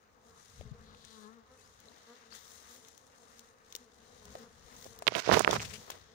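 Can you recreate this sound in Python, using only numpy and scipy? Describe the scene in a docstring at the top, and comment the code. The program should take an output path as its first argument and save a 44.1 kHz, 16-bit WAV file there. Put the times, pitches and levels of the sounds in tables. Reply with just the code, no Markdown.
"""A phone is carried through a blossoming orchard. From the start leaves crackle and swish and a swarm
hums with many wing beats, single bees swelling out of it. Wind bumps the microphone ports, one bee
buzzes close by around 1 s, then a far bird chirps. Twigs tick as the walker pushes on; near 2.3 s comes
a thin chirp, probably a bird. At 5 s, the loudest moment, a leafy branch drags across the right port,
sticking and slipping so that the case knocks and rumbles, and lets go with a few scuffs."""
import sys
import numpy as np
from scipy import signal
from scipy.fft import rfft, irfft
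from scipy.io import wavfile
from scipy.ndimage import uniform_filter1d

SR = 44100
rng = np.random.default_rng(int(sys.argv[2]) if len(sys.argv) > 2 else 0)


def waveform_to_disk(signal):
    """Save audio, clipped to [-1, 1], as 16-bit WAV at the path in sys.argv[1]."""
    frames = np.transpose(np.atleast_2d(signal))
    scaled = np.clip(frames, -1, 1) * 32767
    samples = np.round(scaled).astype(np.int16)
    wavfile.write(sys.argv[1], SR, samples)


N = 270774
PORT_LAG = 17  # samples between the two ports; every pan is left minus right

# Hard hits of the branch: (time [s], level [dB], pitch [Hz], crack [dB])
SLIPS = [(5.0687, -7, 3160, -9), (5.0703, -15.5, 1170, 3), (5.0778, 1.5, 3630, -25), (5.0813, 1, 2550, -33),
         (5.122, -26.5, 680, -20), (5.1515, -8, 2830, -11), (5.1578, -26, 1210, -22), (5.276, -20, 520, -2),
         (5.2923, -9, 660, -17), (5.299, -11, 990, -11), (5.3145, -3.5, 1480, -24), (5.3202, -11, 664, -26),
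         (5.3265, -11, 1670, -9), (5.3435, -6.5, 2170, -3), (5.346, -9, 1200, -28),
         (5.3657, -20, 1090, -19), (5.3722, -8, 746, -32), (5.393, -11.5, 1290, -22),
         (5.406, -13.5, 705, -22), (5.4091, -11.5, 1250, 4), (5.4473, -2.5, 2450, -30),
         (5.477, -1.5, 1460, -45), (5.491, -19, 500, -32), (5.5032, -19, 726, -30),
         (5.5302, -13, 1000, -22), (5.56, -24, 3300, -10), (5.565, -15, 1350, -10), (5.46, -28, 900, -20),
         (5.597, -23, 2670, -11), (5.603, -21, 2290, -20)]
def slips(lets_go_s=5.58):
    """Each slip of the branch knocks and rings the case, hard right until the branch lets go."""
    hits = [(s, db, hz, crack_db, -21 if s < lets_go_s else -3.5) for s, db, hz, crack_db in SLIPS]
    push = snaps(hits, turns=0.24, crack_hz=4540, rise_s=0.00075, fade_s=0.011, grit_db=-34, ring_s=8e-5)
    knock = cut(push, 110, "high", order=2)  # the deepest part of the push leaks away
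    return undb(-1.5) * knock + undb(-4.5) * case(knock)


# Friction faders at the nearer port: (time [s], rumble [dB], scratch [dB], crisp top [dB])
DRAG = [(5.0, -69, -66, -66), (5.06, -76, -84, -80), (5.085, -25.5, -44, -70), (5.1, -59, -47, -79),
        (5.135, -50, -41, -60), (5.157, -33, -31, -66), (5.18, -27, -37, -50), (5.195, -37.5, -30, -36),
        (5.21, -53, -42.5, -52), (5.235, -51, -43.5, -58), (5.265, -36, -34.5, -58), (5.28, -35, -31, -74),
        (5.305, -32, -35.5, -71), (5.328, -20.5, -22.5, -41), (5.36, -27.5, -33, -49),
        (5.385, -36, -37.5, -47), (5.41, -30, -39, -42), (5.425, -44, -40.5, -47), (5.44, -44, -38, -59),
        (5.465, -47, -54, -68), (5.485, -35, -44, -75), (5.52, -36.5, -39, -49), (5.545, -32, -37.5, -41),
        (5.57, -42, -40.5, -61), (5.585, -51, -53.5, -50), (5.61, -49, -45.5, -49), (5.68, -57, -58, -55),
        (5.8, -64.5, -66, -60), (6.0, -47, -63, -90)]
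# Travel of the branch: (time [s], pan [dB])
DRAG_PAN = [(5.05, 9), (5.09, -13.5), (5.42, -13.5), (5.55, -2), (5.72, 4.5), (6.0, 3)]
# EQ of the scratch: (frequency [Hz], gain [dB])
SCRATCH = [(530, -6), (900, -5), (1500, -0.5), (1740, -4.5), (2030, -2), (3430, -6), (6460, -7),
           (13600, -32), (15000, -13), (16500, -58)]
def drag():
    """Leaves stick and slip on the port: dense jolts scratch it and rumble the case."""
    rumble_db, scratch_db, crisp_db = curves(DRAG)
    pan_db, = curves(DRAG_PAN)

    def rub():
        rumble = unit(case(crackle(340, spread_db=3.5, tail_s=0.0047, hiss=0.3)))
        scratch = colour(crackle(1500, spread_db=2.5, tail_s=0.0006, hiss=0.4), SCRATCH)
        body, top = halves(scratch, 5570)
        flicker = undb(1.8 * walk(70))
        return flicker * (undb(rumble_db) * rumble + undb(scratch_db) * body + undb(crisp_db) * top)
    pair = ports(rub(), pan_db, lag=-PORT_LAG, apart=rub(), alike=0.041)
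    return pair * undb(-abs(pan_db) / 2) * gate(DRAG, 0.053)


# Body resonances of the phone: (frequency [Hz], width [Hz], gain [dB])
CASE = [(433, 177, 9.5), (623, 68, 6), (946, 120, 1), (220, 170, -1.5)]
def case(x):
    """The case rings briefly when knocked or rubbed."""
    return resonate(x, CASE)


# Tail of the drag: (time [s], level [dB], pitch [Hz], crack [dB], pan [dB])
SCUFFS = [(5.643, -25.5, 2610, 5, 10), (5.7, -28.5, 2100, -2, 12), (5.73, -25.5, 2950, 4.5, 14),
          (5.749, -30, 2600, 0, 12), (5.91, -31.5, 3420, -8, 7)]
def scuffs():
    """The last leaves brush off the phone in short, gritty strokes."""
    return snaps(SCUFFS, turns=0.056, crack_hz=5460, rise_s=0.0095, fade_s=0.062, grit_db=-13)


# Soft knocks: (time [s], level [dB], pitch [Hz], crack [dB], pan [dB])
TAPS = [(0.6101, -37.5, 560, -22, 2.5), (3.7515, -48.5, 402, -30, 0), (4.3525, -31.5, 628, -25, -0.5),
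        (4.856, -44, 476, -10, -1), (4.8637, -36, 524, -6, 3), (5.022, -28.5, 674, 4.5, 4.5)]
def taps():
    """Light touches on the case give short midrange knocks."""
    return snaps(TAPS, turns=0.51, crack_hz=6000, rise_s=0.00071, fade_s=0.029, grit_db=-10)


# Twig and leaf snaps: (time [s], level [dB], pitch [Hz], crack [dB], pan [dB])
TICKS = [(0.611, -44.5, 2070, -20, 12), (0.948, -47, 3200, -15, 14), (1.043, -44, 1490, -20, 9),
         (1.0496, -40, 6530, -21, 9), (1.8019, -48, 5870, 14, 22), (2.3252, -38.5, 1480, -18, 24),
         (2.4472, -46, 6490, 2, 11), (2.8488, -47, 4020, 0, 12), (2.8847, -46, 6050, 17, 12),
         (2.9777, -42.5, 6300, 8, 17), (3.068, -51, 7180, -3, 9), (3.3934, -39, 5000, 10, 11),
         (3.7248, -37.5, 5340, 9, 7), (3.7519, -28, 5070, 11, 9.5), (3.7621, -40.5, 5570, 18, -1),
         (4.2542, -44.5, 6200, 6, 0), (4.7651, -44.5, 6110, -6, 5), (4.8265, -44, 5300, -6, 12),
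         (4.8438, -38, 5610, 3, -6), (4.9889, -42, 5500, 17.5, 3.5), (5.3935, -14, 8800, -6, -17),
         (5.42, -28, 7000, 4, -16), (5.5106, -18, 4300, -29, 23), (5.9018, -26.5, 1140, 2, 0.5),
         (5.9049, -31, 5500, 14, 29), (5.9165, -42, 1770, -8, -4)]
# Resonances of the ports: (frequency [Hz], width [Hz], gain [dB])
TICK_RINGS = [(3540, 940, 7), (6100, 1100, 7), (15600, 420, 10)]
def ticks():
    """Twigs and leaves snap, and each sharp click rings in the ports."""
    clicks = snaps(TICKS, turns=0.31, crack_hz=12700, rise_s=0.000089, fade_s=0.014, grit_db=-9.5)
    return clicks + resonate(clicks, TICK_RINGS)


# Foliage faders: (time [s], level [dB], crisp top over body [dB])
RUSTLE = [(0.0, -80.5, -3), (0.18, -79, -4), (0.26, -75.5, 3), (0.45, -69.5, 1.5), (0.6, -68.5, -2),
          (0.68, -73.5, -11), (0.8, -75, -4.5), (1.05, -69.5, -2.5), (1.23, -70.5, 5), (1.44, -77, -9.5),
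          (1.56, -74, 2), (2.13, -64.5, -8), (2.3, -71, -5), (2.35, -56.5, -4), (2.42, -65, -2),
          (2.52, -64, 5), (2.64, -66.5, -0.5), (2.75, -62.5, 4), (2.8, -68.5, 1.5), (2.87, -66, -0.5),
          (2.93, -72, -0.5), (3.09, -75, 0), (3.38, -67.5, 2), (3.58, -80, -0.5), (3.76, -66, -1.5),
          (3.87, -75.5, -2), (4.42, -63.5, -3), (4.49, -72, -2.5), (4.84, -61, 1), (5.0, -72.5, 1),
          (5.8, -62, -2), (5.92, -63.5, -2.5), (6.14, -69, -11.5)]
# EQ of the leaves: (frequency [Hz], gain [dB])
LEAF = [(1180, -1.5), (2000, 6.5), (2400, -5.5), (3220, 3.5), (3880, 6.5), (4500, 2), (6470, 1),
        (8140, -15), (10500, -21.5), (13600, -33), (14900, -10), (15700, -20)]
# EQ of a dull swish, with a faint noisy hum at the bees' pitches: (frequency [Hz], gain [dB])
SWISH = [(71, -19), (120, -26.5), (235, -17), (343, -22), (470, -14), (604, -18.5), (820, -10.5), (1230, 1),
         (1390, -5), (1700, -5.5), (2400, -13), (3000, -13.5), (3900, -56), (6600, -120)]
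def leaves():
    """Leaves crackle above a duller swish with a faint hum in it; the left port faces them."""
    db, crisp_db = curves(RUSTLE)
    swish_db = -65.5 + 0.33 * (db + 62.5)  # rides a third of the rustle's swells
    air_db = crisp_db - 1.5 + 3.6 * (np.minimum(db, -64) + 61.5)  # only the nearest leaves sparkle

    def rustle():
        grains = colour(crackle(600, spread_db=0, tail_s=0.0018, hiss=1), LEAF)
        body, treble = halves(grains, 8950)
        top, air = halves(treble, 12600)
        sway = undb(0.68 * walk(7.9))
        return sway * (body + undb(crisp_db + 1.5 * walk(30)) * top + undb(air_db + 2.3 * walk(30)) * air)

    def swish():
        grains = colour(crackle(300, spread_db=2.5, tail_s=0.0052, hiss=1.8), SWISH)
        low, upper = halves(grains, 630)
        mid, high = halves(upper, 1515)
        return (undb(3.03 * walk(7.7)) * low + undb(-1.5 + 2.9 * walk(22.03)) * mid
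                + undb(-6 + 3.1 * walk(22.1)) * high)
    return (undb(db) * ports(rustle(), pan_db=9.5, apart=rustle(), alike=0.034)
            + undb(swish_db) * ports(swish(), pan_db=4.5, apart=swish(), alike=0.44))


# Fader of the swarm: (time [s], level [dB])
SWARM = [(0.0, -71.5), (0.12, -76), (0.28, -64), (0.54, -72), (0.7, -61.5), (1.02, -63.5), (1.52, -67),
         (2.0, -72), (2.4, -66), (2.9, -70), (3.3, -68), (3.42, -65.5), (3.65, -68), (3.9, -72.5),
         (4.2, -64), (4.45, -63), (4.6, -69), (5.0, -60), (5.3, -68), (6.14, -65)]
# Its pitch drift: (time [s], mean wing beat [Hz])
SWARM_HZ = [(0.0, 230.5), (1.4, 230.8), (2.9, 240), (3.65, 243.4), (3.85, 229), (4.7, 243.3), (5.0, 233)]
# Overtones of each bee: (harmonic [number], level [dB])
SWARM_WING = [(2, 0), (3, -11), (4, -14), (5, -9), (6, -13), (7, -14)]
def swarm(count, detune=0.07):
    """Many bees with evenly spread, wavering wing beats, each swelling at its own pan position."""
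    db, = curves(SWARM)
    step = 8  # the hum is deep enough to work out once every few samples
    mean_hz = curves(SWARM_HZ)[0][::step]
    hum = 0
    for place in np.linspace(-1, 1, count):
        hz = mean_hz * (1 + detune * place + .03 * walk(6, step) + .02 * walk(35, step))
        swell = undb(4.5 * walk(10, step) + 4.5 * walk(25, step))
        voice = harmonics(step * hz, [*SWARM_WING, (1, -7.5)]) * swell
        pan_db = 0.52 + 2.6 * rng.standard_normal()
        hum = hum + ports(voice, pan_db, lag=rng.integers(0, PORT_LAG // step + 1))
    hum = hum * undb(3 * walk(12, step))
    return unit(signal.resample_poly(hum, step, 1, axis=1)[:, :N]) * undb(db)


# Close fly-by: (time [s], wing beat [Hz], level [dB], buzz over level [dB])
BEE = [(0.8, 221, -77.5, 10), (0.91, 217.2, -70, 2.5), (0.99, 211.3, -77.5, 10), (1.085, 223, -70.5, 9.5),
       (1.15, 222, -65, 2), (1.2, 215.7, -62, -4.5), (1.262, 210.6, -58, -9.5), (1.31, 223.7, -61.5, -28),
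       (1.35, 236, -67, -36), (1.39, 229.2, -66, -27), (1.446, 214, -66, -16), (1.46, 222.4, -86, -2)]
# Its timbre: (harmonic [number], level [dB])
BEE_WING = [(1, 4), (2, -1), (3, -15), (4, -10.5), (5, -2.5), (6, -6.5), (7, -15), (8, -12.5)]
def bee():
    """One bee near the left port: its harmonics flutter, and a sharp flick each beat adds a buzz."""
    hz, db, buzz_db = curves(BEE)
    hz = hz * (1 + .005 * walk(35))
    beats = np.diff(np.floor(np.cumsum(hz) / SR), prepend=0)
    flicks = beats * undb(2 * rng.standard_normal(N))
    buzz = focus(flicks, 3900, 1400)
    tone = 0
    for k, harmonic_db in BEE_WING:
        flutter = undb((1.5 + .1 * k) * walk(40))
        tone = tone + flutter * harmonics(hz * (1 + .002 * walk(60)), [(k, harmonic_db)])
    voice = (np.sqrt(2) * tone + undb(buzz_db) * buzz) * undb(db) * gate(BEE, 0.072)
    return ports(voice, pan_db=6.3, alike=0.46)


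# Brief bee passes: (time [s], wing beat [Hz], level [dB], length [s])
PASSERS = [(0.633, 225, -71, 0.081), (2.298, 222, -70, 0.18), (2.727, 245, -72.5, 0.18),
           (3.402, 240, -68, 0.1), (3.813, 239.7, -69.5, 0.088), (4.022, 232, -70.5, 0.11),
           (4.416, 228, -62.5, 0.088), (4.733, 240, -67.5, 0.15)]
# Their timbre: (harmonic [number], level [dB])
PASSER_WING = [(1, 3), (2, -1)]
def passers():
    """Single bees come nearer, swell out of the swarm and fade, their deepest tone strongest."""
    t = np.arange(N) / SR
    waver = 1 + 0.023 * walk(12)
    hum = 0
    for s, hz, db, length_s in PASSERS:
        swell = np.exp(-2 * ((t - s) / (length_s / 2)) ** 2)
        hum = hum + undb(db) * swell * harmonics(hz * waver, PASSER_WING)
    return ports(np.sqrt(2) * hum * undb(2 * walk(40)), pan_db=2.5)


# Low accents: (time [s], level [dB], pitch [Hz], pan [dB])
BUMPS = [(0.592, -40.5, 81.4, 27), (0.656, -40.5, 109, 22), (0.713, -32.5, 130, 25)]
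def bumps():
    """Air and grip push on the left port: dull bumps with no crack."""
    hits = [(s, db, hz, -np.inf, pan_db) for s, db, hz, pan_db in BUMPS]
    return snaps(hits, turns=0.74, crack_hz=400, rise_s=.002, fade_s=.03, grit_db=-29)


# Fader of air and grip on the ports: (time [s], level [dB])
WIND = [(0.0, -76.5), (0.42, -66.5), (0.5, -70), (0.66, -52.5), (0.76, -57), (0.86, -57.5), (1.18, -75),
        (1.79, -68.5), (2.14, -83), (2.36, -66), (2.45, -75.5), (3.59, -76), (4.19, -69), (4.29, -59),
        (4.41, -66.5), (4.94, -61.5), (5.03, -73), (6.14, -67.5)]
# EQ of the buffeting: (frequency [Hz], gain [dB])
WIND_COLOUR = [(12, -43), (20, 1), (32, -10), (64, 8), (124, 0.5), (193, -3.5), (231, -3.5), (260, -18),
               (340, -41), (570, -120)]
# Low end of the branch pressing on the case: (time [s], level [dB])
THUDS = [(5.04, -78), (5.07, -59), (5.16, -59), (5.23, -70), (5.32, -36), (5.45, -49), (5.51, -38),
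         (5.62, -48.5), (5.74, -50), (5.82, -65)]
def wind():
    """Low lumps of air pressure; while the branch rubs, tighter thuds join them."""
    db, = curves(WIND)
    lumps = [unit(colour(rng.standard_normal(N), WIND_COLOUR) * undb(1.5 * walk(32))) for _ in range(2)]
    thuds = [unit(cut(x, 98, "high")) for x in lumps]
    pressing = undb(curves(THUDS)[0]) * gate(THUDS, 0.018)
    gust_pan_db = .5 * (db + 70) + 3.8 * walk(9.5)  # stronger lumps come from the left
    thud_pan_db = 0.73 * curves(DRAG_PAN)[0]
    return (undb(db) * ports(lumps[0], gust_pan_db, lag=0, apart=lumps[1], alike=0.84)
            + pressing * ports(thuds[0], thud_pan_db, lag=0, apart=thuds[1], alike=0.76))


# High pips: (time [s], level [dB], pitch [Hz], crack [dB], pan [dB])
PIPS = [(1.8845, -43, 4000, -26, 24), (2.3148, -44, 4450, -24, 15), (2.3215, -43, 4330, -22, 6.5),
        (2.3275, -45, 4830, -22, 6), (2.3315, -38.5, 4770, -23, 14)]
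def pips():
    """Short high-pitched pips; near 2.3 s they run into a thin rising chirp, probably a bird."""
    return snaps(PIPS, turns=4, crack_hz=9000, rise_s=0.0011, fade_s=0.035, grit_db=-23)


# The bird's lead-in note: (time [s], pitch [Hz], level [dB])
BIRD_NOTE = [(1.575, 2590, -88), (1.585, 2590, -73), (1.605, 2570, -73), (1.615, 2570, -88)]
# Its upward chirp: (time [s], pitch [Hz], level [dB])
BIRD_CHIRP = [(1.608, 3900, -85), (1.62, 4050, -69), (1.66, 5100, -70), (1.672, 5400, -85)]
def bird():
    """A far bird: a soft note, then a thin rising whistle that wavers through the leaves."""
    call = 0
    for note in (BIRD_NOTE, BIRD_CHIRP):
        hz, db = curves(note)
        call = call + harmonics(hz, [(1, 0)]) * undb(db) * gate(note, .004)
    return ports(call * undb(3 * walk(150)), pan_db=10)


def port_hiss():
    """A narrow steady hiss at the ports' resonance, unrelated left and right."""
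    return undb(-86) * focus(rng.standard_normal((2, N)), hz=15100, width_hz=900)


def snaps(table, turns, crack_hz, rise_s, fade_s, grit_db, ring_s=0):
    """Stereo hits: a damped swing at each pitch, grit of the same colour and a bright crack on top."""
    length = 4096
    out = np.zeros((2, N + length))
    t = np.arange(length) / SR
    noise = rng.standard_normal((len(table), 2, 2, length))
    envelope = np.minimum(t / rise_s, 1) * np.exp(-np.maximum(t - rise_s, 0) * np.log(1000) / fade_s)
    for (s, db, hz, crack_db, pan_db), (grit, crack) in zip(table, noise):
        age = t / (turns / hz + ring_s)  # the swing's envelope peaks at age 1
        texture = envelope * (undb(grit_db) * unit(band(grit, hz, 0.53 * hz))
                              + undb(crack_db - 20.5) * focus(crack, crack_hz, crack_hz))
        for side, lead_db in enumerate((pan_db, -pan_db)):
            swing_hz = .8 * hz if lead_db < -8 else hz  # duller through the case at the far port
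            swing = -np.sin(2 * np.pi * swing_hz * t) * age * np.exp(1 - age)
            start = int(s * SR) + PORT_LAG * (lead_db < 0)  # the far port hears it later and softer
            out[side, start:start + length] += undb(db + min(lead_db, 0)) * (swing + texture[side])
    return out[:, :N]


def crackle(rate, spread_db, tail_s, hiss):
    """Tiny noise bursts, rate a second and uneven by spread_db, over a share of even hiss."""
    cracks = (rng.random(N) < rate / SR) * undb(spread_db * np.minimum(rng.exponential(size=N), 4))
    tails = signal.lfilter([1], [1, -np.exp(-1 / (tail_s * SR))], cracks)
    bursts = unit(tails * rng.standard_normal(N))
    return unit(bursts + hiss * rng.standard_normal(N))


def harmonics(hz, levels):
    """Sines at multiples of a moving pitch, each with a random phase."""
    phase = 2 * np.pi * np.cumsum(hz) / SR
    return sum(undb(db) * np.sin(k * phase + 2 * np.pi * rng.random()) for k, db in levels)


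def ports(sound, pan_db, lag=PORT_LAG, apart=0, alike=1):
    """Stereo pair: the right port gets a share (alike) of the sound, shifted by lag, plus its own."""
    right = alike * np.roll(sound, lag) + np.sqrt(1 - alike ** 2) * apart
    return np.array([sound, right]) * undb(np.array([pan_db, -pan_db]) / 2).reshape(2, -1)


def walk(rate, step=1):
    """Smooth random drift, rate new targets a second, one value every step samples; spread near 1."""
    held = np.repeat(rng.standard_normal(int(N / SR * rate) + 2), 8)
    smooth = uniform_filter1d(uniform_filter1d(held, size=8), size=8)
    return 1.3 * np.interp(np.arange(0, N, step) * 8 * rate / SR, np.arange(len(held)), smooth)


def curves(table):
    """Columns of a timed table, one value per sample."""
    s, *columns = np.transpose(table)
    return [np.interp(np.arange(N) / SR, s, c) for c in columns]


def gate(table, edge_s):
    """1 while a table lasts, fading over edge_s at both ends."""
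    t = np.arange(N) / SR
    return np.clip(np.minimum(t - table[0][0], table[-1][0] - t) / edge_s, 0, 1)


def colour(x, points):
    """Minimum-phase EQ through the given points."""
    hz, db = np.transpose(points)
    bins_hz = np.maximum(np.arange(2049) * SR / 4096, 1)
    gain_db = np.interp(np.log(bins_hz), np.log(hz), db, left=-60, right=-60)
    cepstrum = irfft(gain_db * np.log(10) / 20)
    cepstrum[1:2048] *= 2  # folding it forward makes the filter causal
    cepstrum[2049:] = 0
    return signal.fftconvolve(x, irfft(np.exp(rfft(cepstrum))))[:N]


def band(x, hz, width_hz):
    """Resonance with gain 1 at its centre."""
    return signal.lfilter(*signal.iirpeak(hz, hz / width_hz, SR), x)


def focus(x, hz, width_hz):
    """The same resonance twice over, at rms 1."""
    return unit(band(band(x, hz, width_hz), hz, width_hz))


def resonate(x, modes):
    """A bank of parallel resonances."""
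    return sum(undb(db) * band(x, hz, width_hz) for hz, width_hz, db in modes)


def cut(x, hz, kind, order=4):
    """Low-pass or high-pass."""
    return signal.sosfilt(signal.butter(order, hz, kind, fs=SR, output="sos"), x)


def halves(x, split_hz):
    """The parts below and above split_hz, each at rms 1."""
    return [unit(cut(x, split_hz, kind)) for kind in ("low", "high")]


def undb(db):
    """Decibels to gain."""
    return 10 ** (np.asarray(db) / 20)


def unit(x):
    """Scale to rms 1."""
    return x / np.sqrt(np.mean(x ** 2))


def scene():
    """The stereo mix: sustained layers, then the hits."""
    sustained = leaves() + wind() + swarm(count=11) + passers() + bee() + bird() + drag() + port_hiss()
    return sustained + slips() + ticks() + bumps() + taps() + pips() + scuffs()


def record(dry, ceiling=0.9, top_hz=16600):
    """The phone rounds the loudest peaks and cuts the top steeply."""
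    rounded = dry / (1 + np.abs(dry / ceiling) ** 4) ** .25
    return signal.sosfilt(signal.ellip(10, .2, 80, top_hz, fs=SR, output="sos"), rounded)


dry = scene()
out = record(dry)
waveform_to_disk(out)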